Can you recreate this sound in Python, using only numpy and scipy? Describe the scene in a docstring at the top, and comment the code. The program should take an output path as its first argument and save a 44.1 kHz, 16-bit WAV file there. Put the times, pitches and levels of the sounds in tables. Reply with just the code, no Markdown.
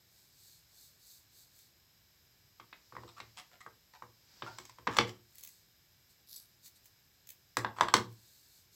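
"""Balloon neck snipped with scissors

Sticky fingers swish along a small filled balloon's neck (dense coloured slips) and peel off in bright snaps.
Scissors are fumbled at a table: knocks ring modes of table and surface, scrapes drive them with slips.
The blades shear the neck in jerks, break through with a rising squeak, and are put down with a clatter.
A small room answers; room tone, microphone hiss and a trace of whine run throughout."""
import sys
import numpy as np
from scipy import signal
from scipy.fft import rfft, irfft
from scipy.io import wavfile

SR = 44100
rng = np.random.default_rng(int(sys.argv[2]) if len(sys.argv) > 2 else 0)


def transcribe(u):
    """Save the signal u as a 16-bit wav file named by the first command-line argument.

    u: samples, shape (n,) or (channels, n), limited to [-1, 1]; the rate is SR.
    q: integer samples, one column per channel.
    """
    v = np.clip(np.atleast_2d(u).T, -1, 1)
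    q = np.round(v * 32767).astype(np.int16)
    wavfile.write(sys.argv[1], SR, q)


N = 385875

TIME = np.arange(N) / SR
RING = TIME[:SR * 2 // 5]   # time axis of a ringing blow
SHORT = TIME[:SR // 25]   # time axis of a crack

# Modes of the struck surface. Each row: frequency in Hz, level in dB, t60 in s.
SURFACE_MODES = [(708.7, -15, 0.036), (964, -5, 0.027), (997, -7, .016), (1082, 10, .016),
                 (1204, -8, 0.037), (1580, -2, 0.03), (1797, 1.5, .012), (2050, -14, 0.031),
                 (1017, -29, .15), (1094, -31.5, .15)]
# Lower colour of the contact noise. Each row: frequency in Hz, density in dB per Hz.
CLACK_COLOUR = [(1500, -15), (2050, -3.5), (2450, -3.5), (2800, -5.5), (3400, -2.5), (3950, -4),
                (4400, -5.5), (5300, -10), (6000, -17), (7500, -38.5)]
# Upper colour of the contact noise. Each row: frequency in Hz, density in dB per Hz.
TICK_COLOUR = [(4200, -15.5), (5400, -1), (6400, -3.5), (7300, -1.5), (8000, -0.5), (9000, -17.5),
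               (10700, -12), (13000, -14), (16000, -11.5)]


def from_db(db):
    """Decibels to gain."""
    return 10 ** (np.asarray(db) / 20)


def unit_energy(x):
    """Scale so that the squares sum to one."""
    return x / np.sqrt(np.sum(x ** 2) + 1e-20)


def decay(t60, t):
    """Exponential fall of 60 dB in t60 seconds, floored at exp(-20)."""
    return np.exp(-np.minimum(np.log(1000) * t / t60, 20))


def add(out, s, sound):
    """Mix a sound in at s seconds."""
    start = max(round(s * SR), 0)
    out[start:start + len(sound)] += sound[:N - start]


def coloured(x, spectrum, size=4096):
    """Causal minimum-phase filter with the given spectrum, built by folding the cepstrum."""
    hz, db = np.transpose(spectrum)
    grid_hz = np.linspace(1, SR / 2, size // 2 + 1)
    log_gain = np.log(from_db(np.interp(np.log(grid_hz), np.log(hz), db)))
    cepstrum = irfft(log_gain)[:size // 2]
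    cepstrum[1:] *= 2
    impulse = irfft(np.exp(rfft(cepstrum, size)))
    return signal.oaconvolve(x, impulse)[:len(x)]


def steady(x, spectrum):
    """Full-length coloured noise of rms one."""
    return unit_energy(coloured(x, spectrum)) * np.sqrt(N)


def slips(count, per_s, spread_db):
    """Tiny stick-slip releases at random moments, a few much larger than the rest."""
    sizes = from_db(spread_db * np.minimum(rng.exponential(1, count), 4))
    return unit_energy(sizes * rng.standard_normal(count) * (rng.random(count) < per_s / SR))


def struck(modes, vary_db, detune, rise_s):
    """Modes swell and ring from one blow; strength and pitch vary with where it lands."""
    ring = np.zeros(len(RING))
    varied = rng.standard_normal((len(modes), 2))
    for (hz, db, t60), (stronger, higher) in zip(modes, varied):
        t = RING[:int(2 * t60 * SR)]
        tone = np.sin(2 * np.pi * hz * (1 + detune * higher) * t)
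        ring[:len(t)] += from_db(db + vary_db * stronger) * tone * decay(t60, t)
    return unit_energy(ring * (1 - np.exp(-RING / rise_s)) ** 2)


def crack(spectrum, t60, rise_s, corner_hz):
    """Dense cloud of short-lived high modes; a soft contact drives those above its corner weakly."""
    cloud = rng.standard_normal(len(SHORT)) * decay(t60, SHORT) * (1 - np.exp(-SHORT / rise_s))
    softened = [(hz, db - 10 * np.log10(1 + (hz / corner_hz) ** 4)) for hz, db in spectrum]
    return np.pad(unit_energy(coloured(cloud, softened, size=512)), (0, len(RING) - len(SHORT)))


def room(x, wet_db):
    """Add dense near echoes and a diffuse tail of noise bands, the bass lasting longest."""
    # Edges of the adjoining bands in Hz.
    edges_hz = [45, 100, 200, 400, 800, 1600, 3200, 6400, 18000]
    # One value a band: level in dB against the other bands.
    bands_db = [-6, 0, -2.5, -1.5, -8, -4, -7, -6.5]
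    # One value a band: t60 in s.
    bands_t60_s = [.45, .4, .33, .28, .25, .22, .21, .19]
    build_up_s, early_gain, early_t60_s = 0.0045, 1.6, 0.04
    shape = (1 - np.exp(-RING / build_up_s)) ** 2 * (1 + early_gain * decay(early_t60_s, RING))
    white = rng.standard_normal((2, len(RING)))
    tail = np.zeros(len(RING))
    for k, (db, t60) in enumerate(zip(bands_db, bands_t60_s)):
        low_hz, high_hz = edges_hz[k], edges_hz[k + 1]
        t = RING[:int(t60 * SR)]
        band_pass = signal.butter(2, (low_hz, high_hz), "band", fs=SR, output="sos")
        band = signal.sosfilt(band_pass, white[k % 2, :len(t)]) * shape[:len(t)] * decay(t60, t)
        tail[:len(t)] += from_db(db) * np.sqrt(2 * (high_hz - low_hz) / SR) * unit_energy(band)
    return x + from_db(wet_db) * signal.fftconvolve(x, tail)[:len(x)]


def swells(rows):
    """Gain of a run of hand strokes, each a bell-shaped rise and fall."""
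    edge_db = 17   # fall from the peak at half a length either side
    gain = np.zeros(N)
    for s, length, db in rows:
        near = np.abs(TIME - s) < length
        gain[near] += from_db(db - edge_db * (2 * (TIME[near] - s) / length) ** 2)
    return gain


def background():
    """Low room tone, even microphone hiss and a faint electrical whine of fixed sines."""
    # Room tone. Each row: frequency in Hz, density in dB per Hz.
    hum_colour = [(15, -38), (25, -6.5), (115, 0), (250, -13.5), (359, -12.5), (447, -16), (1150, -18),
                  (1370, -18.5), (1640, -13), (1850, -16), (3000, -19), (3900, -52), (6600, -120)]
    # Microphone hiss. Each row: frequency in Hz, density in dB per Hz.
    hiss_colour = [(1760, -33.5), (3000, -11), (4110, -5), (4570, -15), (4660, -5), (5140, -1.5),
                   (5750, -9.5), (7150, -10.5), (7780, -8.5), (8280, -18.5), (9460, -21), (11100, -17.5),
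                   (13200, -7), (16000, -20.5)]
    # Whine. Each row: frequency in Hz, rms level in dB.
    whine_tones = [(2286, -88), (12850, -86), (13300, -86)]
    hum_db, hiss_db = -72.5, -70
    hum = from_db(hum_db) * steady(rng.standard_normal(N), hum_colour)
    whine = sum(from_db(db) * np.sqrt(2) * np.sin(2 * np.pi * hz * TIME) for hz, db in whine_tones)
    hiss = from_db(hiss_db) * steady(rng.standard_normal(N), hiss_colour)
    return hum + hiss + whine


def rubber():
    """Fingers slide along stretched rubber; dense slips merge into a fine-grained swish."""
    # One swell a stroke. Each row: peak time in s, length in s, peak level in dB.
    strokes = [(.19, 0.29, -68.5), (.48, .34, -62), (.82, .26, -61), (1.11, 0.26, -59.5),
               (1.39, 0.18, -61.5), (1.6, 0.23, -65), (5.46, 0.39, -63.5), (6.11, 0.067, -68.5),
               (6.66, 0.072, -56), (6.765, 0.046, -65), (6.87, .08, -70), (8.33, 0.58, -66),
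               (8.57, 0.19, -68), (8.75, 0.078, -65)]
    # Each row: frequency in Hz, density in dB per Hz.
    rubber_colour = [(1470, -39), (2500, -21), (3130, -31), (3440, -6), (4370, 1.5), (5610, -6.5),
                     (6450, -1.5), (7020, -3.5), (7950, 0), (9220, -12.5), (12900, -3.5), (15200, -6),
                     (16000, -28)]
    return swells(strokes) * steady(slips(N, per_s=14000, spread_db=1.0), rubber_colour)


def snap(db):
    """A sticky contact parts in a bright tick and a dying spray of smaller ones."""
    # Each row: frequency in Hz, density in dB per Hz.
    peel_colour = [(4500, -24), (6200, 4), (7900, 4), (9200, -8), (11000, 5), (13000, 3.5), (16000, 7.5)]
    clack_db = -13.5   # low part against the tick
    spray = 3.6 * unit_energy(rng.standard_normal(len(SHORT)) * decay(0.022, SHORT))
    spray[0] += 1
    tick = unit_energy(coloured(spray, peel_colour, size=512))
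    clack = unit_energy(coloured(spray, CLACK_COLOUR, size=512))
    return from_db(db) * (tick + from_db(clack_db) * clack)


def crackles(count=2):
    """Each patch of tacky skin lets go in one clear snap with a few weaker ones around it."""
    # Skin and rubber letting go. Each row: start in s, level in dB.
    releases = [(1.5625, -40), (1.5897, -33), (5.355, -30), (5.3832, -24), (5.409, -29), (5.4358, -20),
                (5.449, -22), (5.4739, -23.5), (6.3431, -35), (6.3626, -34), (6.6596, -27), (6.6789, -33),
                (6.8572, -30), (7.2713, -32.5), (7.29, -21), (7.304, -22), (8.126, -37)]
    scatter_s, scatter_loss_db = 0.0198, 9   # greatest offset and fixed loss of the weaker snaps
    out = np.zeros(N)
    for s, db in releases:
        add(out, s, snap(db))
        for offset_s in rng.uniform(-scatter_s, scatter_s, count):
            add(out, s + offset_s, snap(db - scatter_loss_db))
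    return out


def brushes():
    """The hand gropes for the scissors, skin sliding softly over the table top as smooth noise."""
    # Each row: peak time in s, length in s, peak level in dB.
    strokes = [(3.1, 1.3, -70), (4.5, 0.64, -61)]
    # Each row: frequency in Hz, density in dB per Hz.
    table_colour = [(2500, -7), (3600, -6), (5000, 2), (6200, -7), (7800, -9), (9000, -25.5),
                    (16000, -16.5)]
    return swells(strokes) * steady(rng.standard_normal(N), table_colour)


def blow(db, weight_db, clack_db, corner_hz):
    """One blow wakes a deep boom, rings the table and its surface and clacks the scissors; light touches start
    softly."""
    # Deep low ring that each blow sets off. Each row: frequency in Hz, level in dB, t60 in s.
    thud_modes = [(73, -5.5, 0.22), (99, -5, 0.1), (114, 6.5, 0.24), (149, -11, 0.0612)]
    # Bending of the table top. Each row: frequency in Hz, level in dB, t60 in s.
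    body_modes = [(200.2, -7.5, .11), (225, -6, .13), (288, 1.5, 0.063), (355, 1.5, 0.1),
                  (421.4, 2.5, 0.055), (480, 3, .07)]
    thud_db, thud_follows = -14, 0.8   # deep ring of a 0 dB blow; its share of the swing in strength
    body_db = -8.5   # against the strength
    hard_hz, tick_db_per_octave = 10800, 14   # tick equals clack at this corner, fades below it
    rise_s = np.interp(db + max(clack_db, 0), [-30, -5], [.004, .0002])
    tick_db = clack_db + tick_db_per_octave * np.log2(corner_hz / hard_hz)
    thud = struck(thud_modes, vary_db=3.5, detune=.012, rise_s=0.0078)
    body = struck(body_modes, vary_db=1.5, detune=0.028, rise_s=0.0032)
    surface = struck(SURFACE_MODES, vary_db=1.7, detune=0.038, rise_s=.0004)
    clack = crack(CLACK_COLOUR, t60=.023, rise_s=rise_s, corner_hz=corner_hz)
    tick = crack(TICK_COLOUR, t60=0.011, rise_s=rise_s, corner_hz=corner_hz)
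    out = from_db(thud_db + thud_follows * db + weight_db) * thud
    out += from_db(db + body_db + weight_db) * body
    out += from_db(db) * surface
    out += from_db(db + clack_db) * clack
    out += from_db(db + tick_db) * tick
    return out


def knocks():
    """Scissors land on the table and rebound once, more weakly, later after a stronger blow."""
    # Each row: start in s, strength in dB, weight on the table in dB,
    # clack against the strength in dB, contact corner in Hz.
    landings = [(2.5983, -25, -3, -7.5, 5500), (2.7274, -28, -13, 3.5, 2000),
                (2.9233, -26.5, 3.5, -20, 7000), (2.9516, -25, -2, -18, 7040),
                (2.966, -16.5, -0.5, -23, 7000), (3.0343, -26, 7, -15, 7000),
                (3.2015, -23, -0.5, 1.5, 5500), (3.3978, -31.5, -21, -0.5, 9900),
                (3.6631, -20.5, -2.5, -22, 9000), (4.0222, -19, -4.5, -21.5, 9000),
                (4.4217, -14, 0.5, -5, 2980), (4.4633, -23.5, 5.5, -23, 9000),
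                (4.585, -21.5, -0.5, -2.5, 11100), (4.6522, -40, 0, 5.5, 14200),
                (4.695, -30.5, -8.5, -4, 11040), (4.785, -27.5, 3.5, -11.5, 8000),
                (4.8699, -7, 0.5, -16, 7995), (4.874, -2.5, -1.5, -9, 4160), (4.9669, -11, -9.5, 1.5, 6540),
                (4.9702, -17, 9, -2, 12500), (4.986, 5, 2, -2, 5600), (5.0454, -34, 12, -8, 10000),
                (7.5696, -2.5, 0, -8, 10700), (7.6467, -3.5, -7, -14.5, 4800),
                (7.7656, -26, 0, -15.5, 9000), (7.7855, -14, -13, -14, 7900),
                (7.7971, -18.5, -10, -17, 9000), (7.8092, 6.5, -9, -11.5, 7400),
                (7.8844, -7.5, -7.5, -8, 7000), (7.9393, 7.5, -1, -5, 9800)]
    rebound_s, rebound_doubles_db = .02, 34.5   # mean gap at 0 dB strength; rise that doubles it
    rebound_loss_db = 15
    out = np.zeros(N)
    for s, db, *contact in landings:
        gap_s = rebound_s * 2 ** (db / rebound_doubles_db) * rng.uniform(.85, 1.15)
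        rebound = blow(db - rebound_loss_db, *contact)
        rebound = np.pad(rebound, (round(gap_s * SR), 0))[:len(RING)]
        add(out, s, room(blow(db, *contact) + rebound, wet_db=0.2))
    return out


def scrapes(count=2):
    """Dragged scissors send swells of tiny slips from a few contact points into the surface modes."""
    # Each row: start in s, length in s, strength in dB, brightness in dB.
    drags = [(3.072, .03, -31, 5.5), (3.161, 0.048, -23.5, -1.5), (3.366, 0.042, -27, 12.5),
             (3.505, 0.056, -34, 4.5), (3.604, 0.012, -26.5, 2), (3.931, 0.042, -28.5, 0.5),
             (4.463, .026, -17, -6), (4.899, .092, -14.5, 1), (5.066, 0.039, -31, 16),
             (7.76, 0.043, -23, -1)]
    clack_db, tick_db = -7, -11.5   # against the strength, before brightness
    out = np.zeros(N)
    t = TIME[:SR // 10]
    for s, length, db, bright_db in drags:
        swell = np.sqrt(np.sin(np.pi * np.minimum(t / length, 1)).clip(0))
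        for _ in range(count):
            drive = unit_energy(slips(len(t), per_s=1500, spread_db=4.0) * swell)
            body = struck(SURFACE_MODES, vary_db=7.0, detune=0.14, rise_s=.0006)
            clack = crack(CLACK_COLOUR, t60=0.0064, rise_s=.0003, corner_hz=4670)
            tick = crack(TICK_COLOUR, t60=.005, rise_s=0.00018, corner_hz=10560)
            body += from_db(bright_db + clack_db) * clack
            body += from_db(bright_db + tick_db) * tick
            add(out, s, from_db(db) * signal.fftconvolve(drive, body[:len(t)]) / np.sqrt(count))
    return room(out, wet_db=2.0)


def snip():
    """Blades bite, shear the neck in small jerks, break through and run out in a thin, wavering squeak."""
    # Each row: frequency in Hz, density in dB per Hz.
    blade_colour = [(1470, -63.5), (2500, -34), (3180, -18), (3550, -6), (4620, 1), (6920, -9), (7360, -5),
                    (7590, -12.5), (8020, -8), (8460, -13), (8940, -16.5), (11700, 2), (16000, -13)]
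    start_s, attack_s, shear_db = 6.262, 0.048, -55
    break_s, break_boost, break_t60_s, run_out_t60_s = 6.359, 1.45, 0.1, 0.36
    # Squeak from the break on: a short chirp over a faint tone, rising in pitch as the blades close.
    squeak_hz, rise_hz_per_s, squeak_length_s = 7760, 8500, 0.1
    chirp_db, chirp_rise_s, chirp_t60_s, tone_db = -38, 0.0045, .04, -65   # levels before the fades
    since = np.maximum(TIME - break_s, 0)
    force = np.clip((TIME - start_s) / attack_s, 0, 1) * decay(run_out_t60_s, since)
    force *= 1 + break_boost * (TIME > break_s) * decay(break_t60_s, since)
    jerks = from_db(3.2 * steady(rng.standard_normal(N), [(150, 0), (600, -40)]))
    grind = steady(slips(N, per_s=3000, spread_db=2.0), blade_colour)
    shear = from_db(shear_db) * force * jerks * grind
    waver = steady(rng.standard_normal(N), [(300, 3.0), (1500, -34.5)])
    pitch_hz = squeak_hz + rise_hz_per_s * np.minimum(since, squeak_length_s)
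    pitch_hz *= 1 + 0.012 * waver
    level = from_db(chirp_db) * decay(chirp_t60_s, since) + from_db(tone_db)
    level *= np.minimum(since / chirp_rise_s, 1) ** 2
    level *= np.sqrt(np.maximum(1 - since / squeak_length_s, 0))
    return shear + level * np.sin(2 * np.pi * np.cumsum(pitch_hz) / SR)


def scene():
    """Scissors on the table, rubber and skin between the hands, and the quiet room."""
    hands = room(rubber() + snip() + crackles(), wet_db=-1.5)
    return (knocks() + scrapes() + brushes() + hands + background())[None]


def record(dry):
    """The microphone loses the deep bass; the top is cut steeply."""
    low_cut_hz, high_cut_hz = 45, 15950
    thin = signal.sosfilt(signal.butter(3, low_cut_hz, "high", fs=SR, output="sos"), dry)
    return signal.sosfilt(signal.ellip(12, .1, 80, high_cut_hz, fs=SR, output="sos"), thin)


dry = scene()
out = record(dry)
transcribe(out)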